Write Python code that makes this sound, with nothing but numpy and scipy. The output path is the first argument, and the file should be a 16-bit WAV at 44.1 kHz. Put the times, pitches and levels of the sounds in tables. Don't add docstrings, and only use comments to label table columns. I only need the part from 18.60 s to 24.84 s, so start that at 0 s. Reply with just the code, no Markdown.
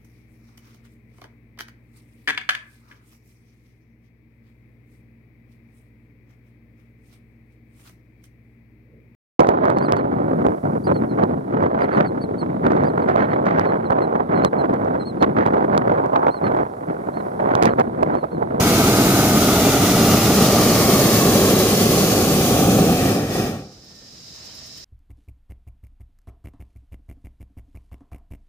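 import sys
import numpy as np
from scipy import signal
from scipy.fft import rfft, irfft
from scipy.io import wavfile
from scipy.ndimage import uniform_filter1d

SR = 44100
rng = np.random.default_rng(int(sys.argv[2]) if len(sys.argv) > 2 else 0)


def dump_mix(stems):
    frames = np.atleast_2d(stems).T
    limited = np.clip(frames, -1, 1)
    pcm = np.round(limited * 32767).astype(np.int16)
    wavfile.write(sys.argv[1], SR, pcm)


N = 275360
TIME = np.arange(N) / SR
FRAME, HOP = 1024, 256
HZ = np.fft.rfftfreq(FRAME, 1 / SR)
FRAME_S = np.arange(N // HOP + 5) * HOP / SR


def amp(db):
    return 10 ** (np.asarray(db) / 20)


def unit(x):
    return x / np.sqrt(np.mean(x ** 2) + 1e-20)


def ramp(t, start_s, end_s):
    return np.clip((t - start_s) / (end_s - start_s), 0, 1)


def gate(start_s, end_s, fade_s):
    return np.clip(np.minimum(TIME - start_s, end_s - TIME) / fade_s, 0, 1)


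def lagging(gain, lag_s):
    keep = np.exp(-1 / (lag_s * SR))
    return gain[0] + signal.lfilter([1 - keep], [1, -keep], gain - gain[0])


def spectrum(points):
    hz, value = np.transpose(points)
    return np.interp(np.log(HZ + 1), np.log(hz), value)


def curves(rows, t):
    time_s, *columns = np.transpose(rows)
    return [np.interp(t, time_s, column) for column in columns]


def bell(hz, width_hz, freqs=HZ):
    return 1 / (1 + (2 * (freqs - hz) / width_hz) ** 2)


def eddies(low_hz, high_hz):
    f = np.fft.rfftfreq(N, 1 / SR)
    shape = f / (f + low_hz) / (1 + (f / high_hz) ** 2)
    return unit(irfft(rfft(rng.standard_normal(N)) * shape, N))


def singing(hz, width_hz):
    resonance = bell(hz, width_hz, np.fft.rfftfreq(N, 1 / SR))
    return unit(irfft(rfft(rng.standard_normal((2, N))) * resonance, N))


def turbulence(colour_db, coherence, balance_db=0, lag_samples=0):
    a, b, c, d = rng.standard_normal((4, len(FRAME_S), len(HZ)))
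    left, unrelated = a + 1j * b, c + 1j * d
    shape = amp(colour_db) * np.ones_like(a)
    shape /= np.linalg.norm(shape, axis=1, keepdims=True)
    shared = np.clip(spectrum(coherence), 0, 1)
    lead = np.exp(2j * np.pi * HZ * lag_samples / SR)
    right = shared * left * lead + np.sqrt(1 - shared ** 2) * unrelated
    frames = np.array([left * amp(balance_db / 2), right * amp(-balance_db / 2)]) * shape
    _, noise = signal.istft(frames.transpose(0, 2, 1), nperseg=FRAME, noverlap=FRAME - HOP)
    return unit(noise[:, :N])


# freq_hz, relative_db
AIR_COLOUR = [(20, -30), (50, -11), (85, 12), (120, 7.5), (175, 9.5), (320, 2), (650, -3.5), (1030, -12),
              (1300, -8), (1550, -10), (2500, -14), (5000, -13), (15000, -33)]
# freq_hz, coherence (0-1)
AIR_COHERENCE = [(80, 1), (300, .92), (650, 0.55), (1200, 0), (4000, 0)]
def air(level_db=-51, flutter_db=1.5):
    rush = turbulence(spectrum(AIR_COLOUR), AIR_COHERENCE)
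    return rush * amp(level_db + flutter_db * eddies(2.1, 17))


# freq_hz, relative_db
RUSTLE_COLOUR = [(200, -10), (500, 0), (1100, 3), (1600, -3), (3000, 0), (8000, -29)]
def rustle(level_db=-55, start_s=5.73, end_s=6.08, fade_s=0.027, ragged_db=1.0):
    noise = turbulence(spectrum(RUSTLE_COLOUR), AIR_COHERENCE)
    return noise * gate(start_s, end_s, fade_s) * amp(level_db + ragged_db * eddies(8, 60))


# start_s, end_s, pitch_hz, wander_hz, level_db
AFTER_TONES = [(5.19, 5.56, 1812, 12, -66.5), (5.62, 6.35, 1822, 34, -67.5), (5.58, 6.35, 646, 2, -66)]
def after_tones(fade_s=0.11, waver_db=2):
    out = np.zeros(N)
    for start_s, end_s, pitch_hz, wander_hz, level_db in AFTER_TONES:
        hz = pitch_hz + wander_hz * eddies(11.8, 70)
        tone = unit(np.sin(2 * np.pi * np.cumsum(hz) / SR))
        out += tone * amp(level_db + waver_db * eddies(8, 30)) * gate(start_s, end_s, fade_s)
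    return out


# start_s, length_s, from_hz, to_hz, level_db
SQUEAKS = [(5.56, .055, 3230, 3440, -59), (5.795, .085, 2560, 2890, -60.5), (5.875, .06, 2900, 3380, -54.5),
           (6.055, .07, 3080, 3110, -59), (6.1, .07, 2640, 2850, -60.5), (6.155, .07, 2880, 3400, -56)]
def squeaks():
    out = np.zeros(N)
    wobble = 1 + 0.004 * eddies(30, 200)
    for start_s, length_s, from_hz, to_hz, level_db in SQUEAKS:
        progress = ramp(TIME, start_s, start_s + length_s)
        hz = (from_hz + (to_hz - from_hz) * progress) * wobble
        out += amp(level_db) * np.sin(np.pi * progress) * np.sin(2 * np.pi * np.cumsum(hz) / SR)
    return out


# freq_hz, coherence (0-1)
GAS_COHERENCE = [(1000, 0.2), (2300, 0.43), (5000, 0.073), (9000, 0.057), (15000, 0.099)]
# freq_hz, relative_db
FIZZ_COLOUR = [(4000, -34), (7000, -1.5), (8200, -3), (10000, -1), (13000, -0.5), (15500, 0.5)]
# start_s, level_db
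SPURTS = [(5.108, -59), (5.233, -59), (5.343, -58), (5.618, -60), (5.735, -55), (5.841, -52), (5.937, -49),
          (6.05, -49), (6.164, -48.5)]
def sputter(attack_s=0.016, decay_s=0.016):
    puffs = np.zeros(N)
    for start_s, level_db in SPURTS:
        peak_s = start_s + attack_s
        decay = np.exp(-np.maximum(TIME - peak_s, 0) / decay_s)
        puffs += amp(level_db) * ramp(TIME, start_s, peak_s) * decay
    return turbulence(spectrum(FIZZ_COLOUR), GAS_COHERENCE) * puffs


# pitch_hz, width_hz, jet_lift_db, leak_lift_db
CAN_MODES = [(1890, 150, 10, 0), (2080, 110, -10, 2), (2430, 250, 5.5, 1), (2820, 110, -3, -1),
             (3040, 190, -0.5, 2), (3270, 300, -2.5, -2.5), (3930, 190, -7, 3), (4330, 200, -6, -2),
             (5010, 150, -8, 1), (6000, 600, -5, 0), (6800, 400, -10, 0)]
# freq_hz, relative_db
LEAK_COLOUR = [(1000, -24), (2500, -20), (3500, -14.5), (4000, -8), (4500, -7), (4950, -2), (5420, -0.5),
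               (5800, -9), (6700, -11), (7600, -18.5), (9500, -28), (11500, -31), (15500, -26)]
# freq_hz, left_minus_right_db
LEAK_BALANCE = [(2000, 5), (3300, 4), (4300, -1.5), (6600, -5.5), (10000, -0.5)]
def leak(full_db=-41.0, growth_db=8.5, flutter_db=0.8):
    ring_db = sum(lift * bell(hz, width) for hz, width, _, lift in CAN_MODES)
    growth = ramp(TIME, start_s=5.18, end_s=5.8)
    hiss_db = full_db - growth_db * (1 - growth) + flutter_db * eddies(4, 25)
    hiss = turbulence(spectrum(LEAK_COLOUR) + ring_db, GAS_COHERENCE, spectrum(LEAK_BALANCE))
    return hiss * amp(hiss_db) * ramp(TIME, start_s=4.94, end_s=5.0)


# open_s, closing_from_s, flow_db, closing_db_per_s2
VALVE_OPENINGS = [(0, 4.398, 0, 151), (4.74, 4.762, -4, 323)]
def flow_db(opening_db_per_s=117.5):
    power = np.zeros(N)
    for open_s, closing_from_s, held_db, closing_db_per_s2 in VALVE_OPENINGS:
        opening_db = opening_db_per_s * np.maximum(open_s - TIME, 0)
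        closing_db = closing_db_per_s2 * np.maximum(TIME - closing_from_s, 0) ** 2
        power += amp(held_db - opening_db - closing_db) ** 2
    return 10 * np.log10(power + 1e-20)


# pitch_hz, width_hz, full_flow_db
VALVE_WHISTLES = [(5045, 110, -36), (5175, 100, -39), (6385, 110, -38)]
def valve_whistles(flow_power=1.4):
    tones = sum(amp(db) * singing(hz, width) for hz, width, db in VALVE_WHISTLES)
    return tones * amp(flow_power * flow_db()) * ramp(TIME, start_s=4.44, end_s=4.53)


# time_s, lag_samples
CAPSULE_LAG = [(0.4, 4.5), (1.4, 1), (2.4, -3), (4.2, -5.4)]
def microphone_path(pass_s=2.71, pass_width_s=1):
    t = FRAME_S[:, None]
    under = ramp(t, start_s=0.27, end_s=4.33)
    near = np.exp(-((t - pass_s) / pass_width_s) ** 2)
    return under, near, curves(CAPSULE_LAG, t)[0]


# time_s, roar_db, hiss_db, fizz_db
BURNER_LEVELS = [(0.0, -15.5, -26, -30), (0.53, -15.5, -27, -29), (1.97, -15.5, -25.5, -29),
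                 (2.43, -15.5, -25.5, -27), (2.93, -15, -27, -29), (3.08, -16.5, -26.5, -29),
                 (3.87, -17.5, -28, -30), (3.96, -14.5, -28.5, -30.5), (4.29, -15.5, -31, -34),
                 (4.4, -17, -30, -34.5)]
# freq_hz, relative_db
JET_COLOUR = [(300, -11.5), (1000, 0), (1250, -2), (1600, -2.5), (2200, 0), (2800, 1), (3500, 0.5),
              (4200, 1), (5400, 1), (6700, 2), (7500, -9), (9000, -13), (16000, -38)]
# freq_hz, left_minus_right_db
JET_BALANCE = [(1000, 6.5), (2000, 2), (3000, 2), (4300, 2.5), (5300, 0), (6400, -4.5), (7800, -2.5),
               (10000, 1), (15000, -1)]
def jets(hiss_gain_db=3.0, fizz_gain_db=6.5, hiss_flow_power=0.92, fizz_flow_power=1.3,
         flutter_db=0.54, grain_db=0.5, ripple_db=2.4, beam_db=2.5, blast_ring_share=0.031):
    _, near, lag = microphone_path()
    ring_db = sum(lift * bell(hz, width) for hz, width, lift, _ in CAN_MODES)
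    weakening = ramp(FRAME_S[:, None], start_s=4.1, end_s=4.6)
    colour_db = spectrum(JET_COLOUR) + (blast_ring_share + (1 - blast_ring_share) * weakening) * ring_db
    ripple = uniform_filter1d(rng.standard_normal((len(FRAME_S), len(HZ))), size=70, axis=0)
    colour_db += ripple_db * unit(ripple)
    colour_db += beam_db * near * bell(hz=4770, width_hz=1800)
    _, hiss_db, fizz_db = curves(BURNER_LEVELS, TIME)
    balance_db = spectrum(JET_BALANCE)
    hiss = turbulence(colour_db, GAS_COHERENCE, balance_db, lag)
    hiss *= amp(hiss_db + hiss_gain_db + hiss_flow_power * flow_db())
    fizz = turbulence(spectrum(FIZZ_COLOUR), GAS_COHERENCE, balance_db, lag)
    fizz *= amp(fizz_db + fizz_gain_db + fizz_flow_power * flow_db())
    return (hiss + fizz) * amp(flutter_db * eddies(1.8, 12) + grain_db * eddies(150, 1500))


# freq_hz, relative_db
ROAR_BESIDE = [(20, -38), (48, -4.5), (75, -33), (110, 4.5), (150, -2.5), (220, 2), (315, -3), (440, -5),
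               (540, -8), (720, -7.5), (970, -15.5), (1500, -19.5), (2000, -26), (5000, -39)]
ROAR_UNDER = [(20, -38), (48, -8), (80, -9.5), (110, 4), (155, -2.5), (220, 1.5), (350, -7), (520, -6),
              (630, -11), (760, -8), (920, -26), (1300, -20.5), (2200, -45.5), (5000, -46)]
# beside_hz, under_hz, near_shift_hz, width_hz, beside_db, under_db, near_extra_db
FRAME_HOLLOWS = [(304, 296, 0, 53, 3.5, -0.5, -2.5), (475, 357, -8, 80, 2.5, 3.5, 1),
                 (540, 503, -10, 84, -5.5, -1, -1), (652, 490, 0, 74, 3.5, 3, 3),
                 (720, 740, -3, 60, 0.5, 3.5, -2), (1103.2, 1020, -55, 80, -11, -16, 9),
                 (1254, 1147, -70, 225, 9, 8, 3), (1516, 1200, -50, 106, 8.5, -1, -3.5),
                 (1730, 1480, -60, 250, -7, 0.5, 2), (2180, 1780, -220, 165, 12.5, 3.5, 3.5)]
def roar_colour(under, near, throat_s=3.06, throat_span_s=0.6, throat_db=6):
    colour_db = (1 - under) * spectrum(ROAR_BESIDE) + under * spectrum(ROAR_UNDER)
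    for beside_hz, under_hz, shift_hz, width_hz, beside_db, under_db, extra_db in FRAME_HOLLOWS:
        hz = (1 - under) * beside_hz + under * under_hz + near * shift_hz
        lift_db = (1 - under) * beside_db + under * under_db + near * extra_db
        colour_db += lift_db * bell(hz, width_hz)
    throat = np.exp(-((FRAME_S[:, None] - throat_s) / throat_span_s) ** 2)
    return colour_db + throat_db * throat * bell(hz=382, width_hz=190)


# freq_hz, coherence (0-1)
ROAR_COHERENCE = [(100, 1), (250, 1), (500, 0.92), (750, 0.96), (1300, 0.91), (3000, 0.47)]
# freq_hz, left_minus_right_db
ROAR_BALANCE = [(220, 0), (420, -1), (680, -1.1), (930, 3), (1100, -1.3), (1300, -0.3), (1650, -2),
                (2200, 2)]
def flame(gain_db=-0.06, flutter_db=0.94, echo_s=0.0101, echo_share=0.14,
          flow_power=0.9, burn_s=0.015, linger_db=-25, linger_s=0.26):
    under, near, lag = microphone_path()
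    roar = turbulence(roar_colour(under, near), ROAR_COHERENCE, spectrum(ROAR_BALANCE), lag)
    echo = np.array([np.interp(TIME - echo_s, TIME, channel) for channel in roar])
    fuel = amp(flow_power * flow_db())
    burning = lagging(fuel, burn_s) + amp(linger_db) * lagging(fuel, linger_s)
    roar_db = curves(BURNER_LEVELS, TIME)[0] + gain_db + flutter_db * eddies(1.4, 16)
    return unit(roar + echo_share * echo) * amp(roar_db) * burning


def scene():
    blast = flame() + jets() + valve_whistles()
    emptying_coil = leak() + sputter() + after_tones() + squeaks()
    return blast + emptying_coil + air() + rustle()


def record(dry, low_cut_hz=38, band_limit_hz=15520):
    low_cut = signal.butter(4, low_cut_hz, btype="highpass", fs=SR, output="sos")
    band_limit = signal.firwin(1023, band_limit_hz, window=("kaiser", 9), fs=SR)
    return signal.oaconvolve(signal.sosfilt(low_cut, dry), band_limit[None], "same")


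dry = scene()
out = record(dry)
dump_mix(out)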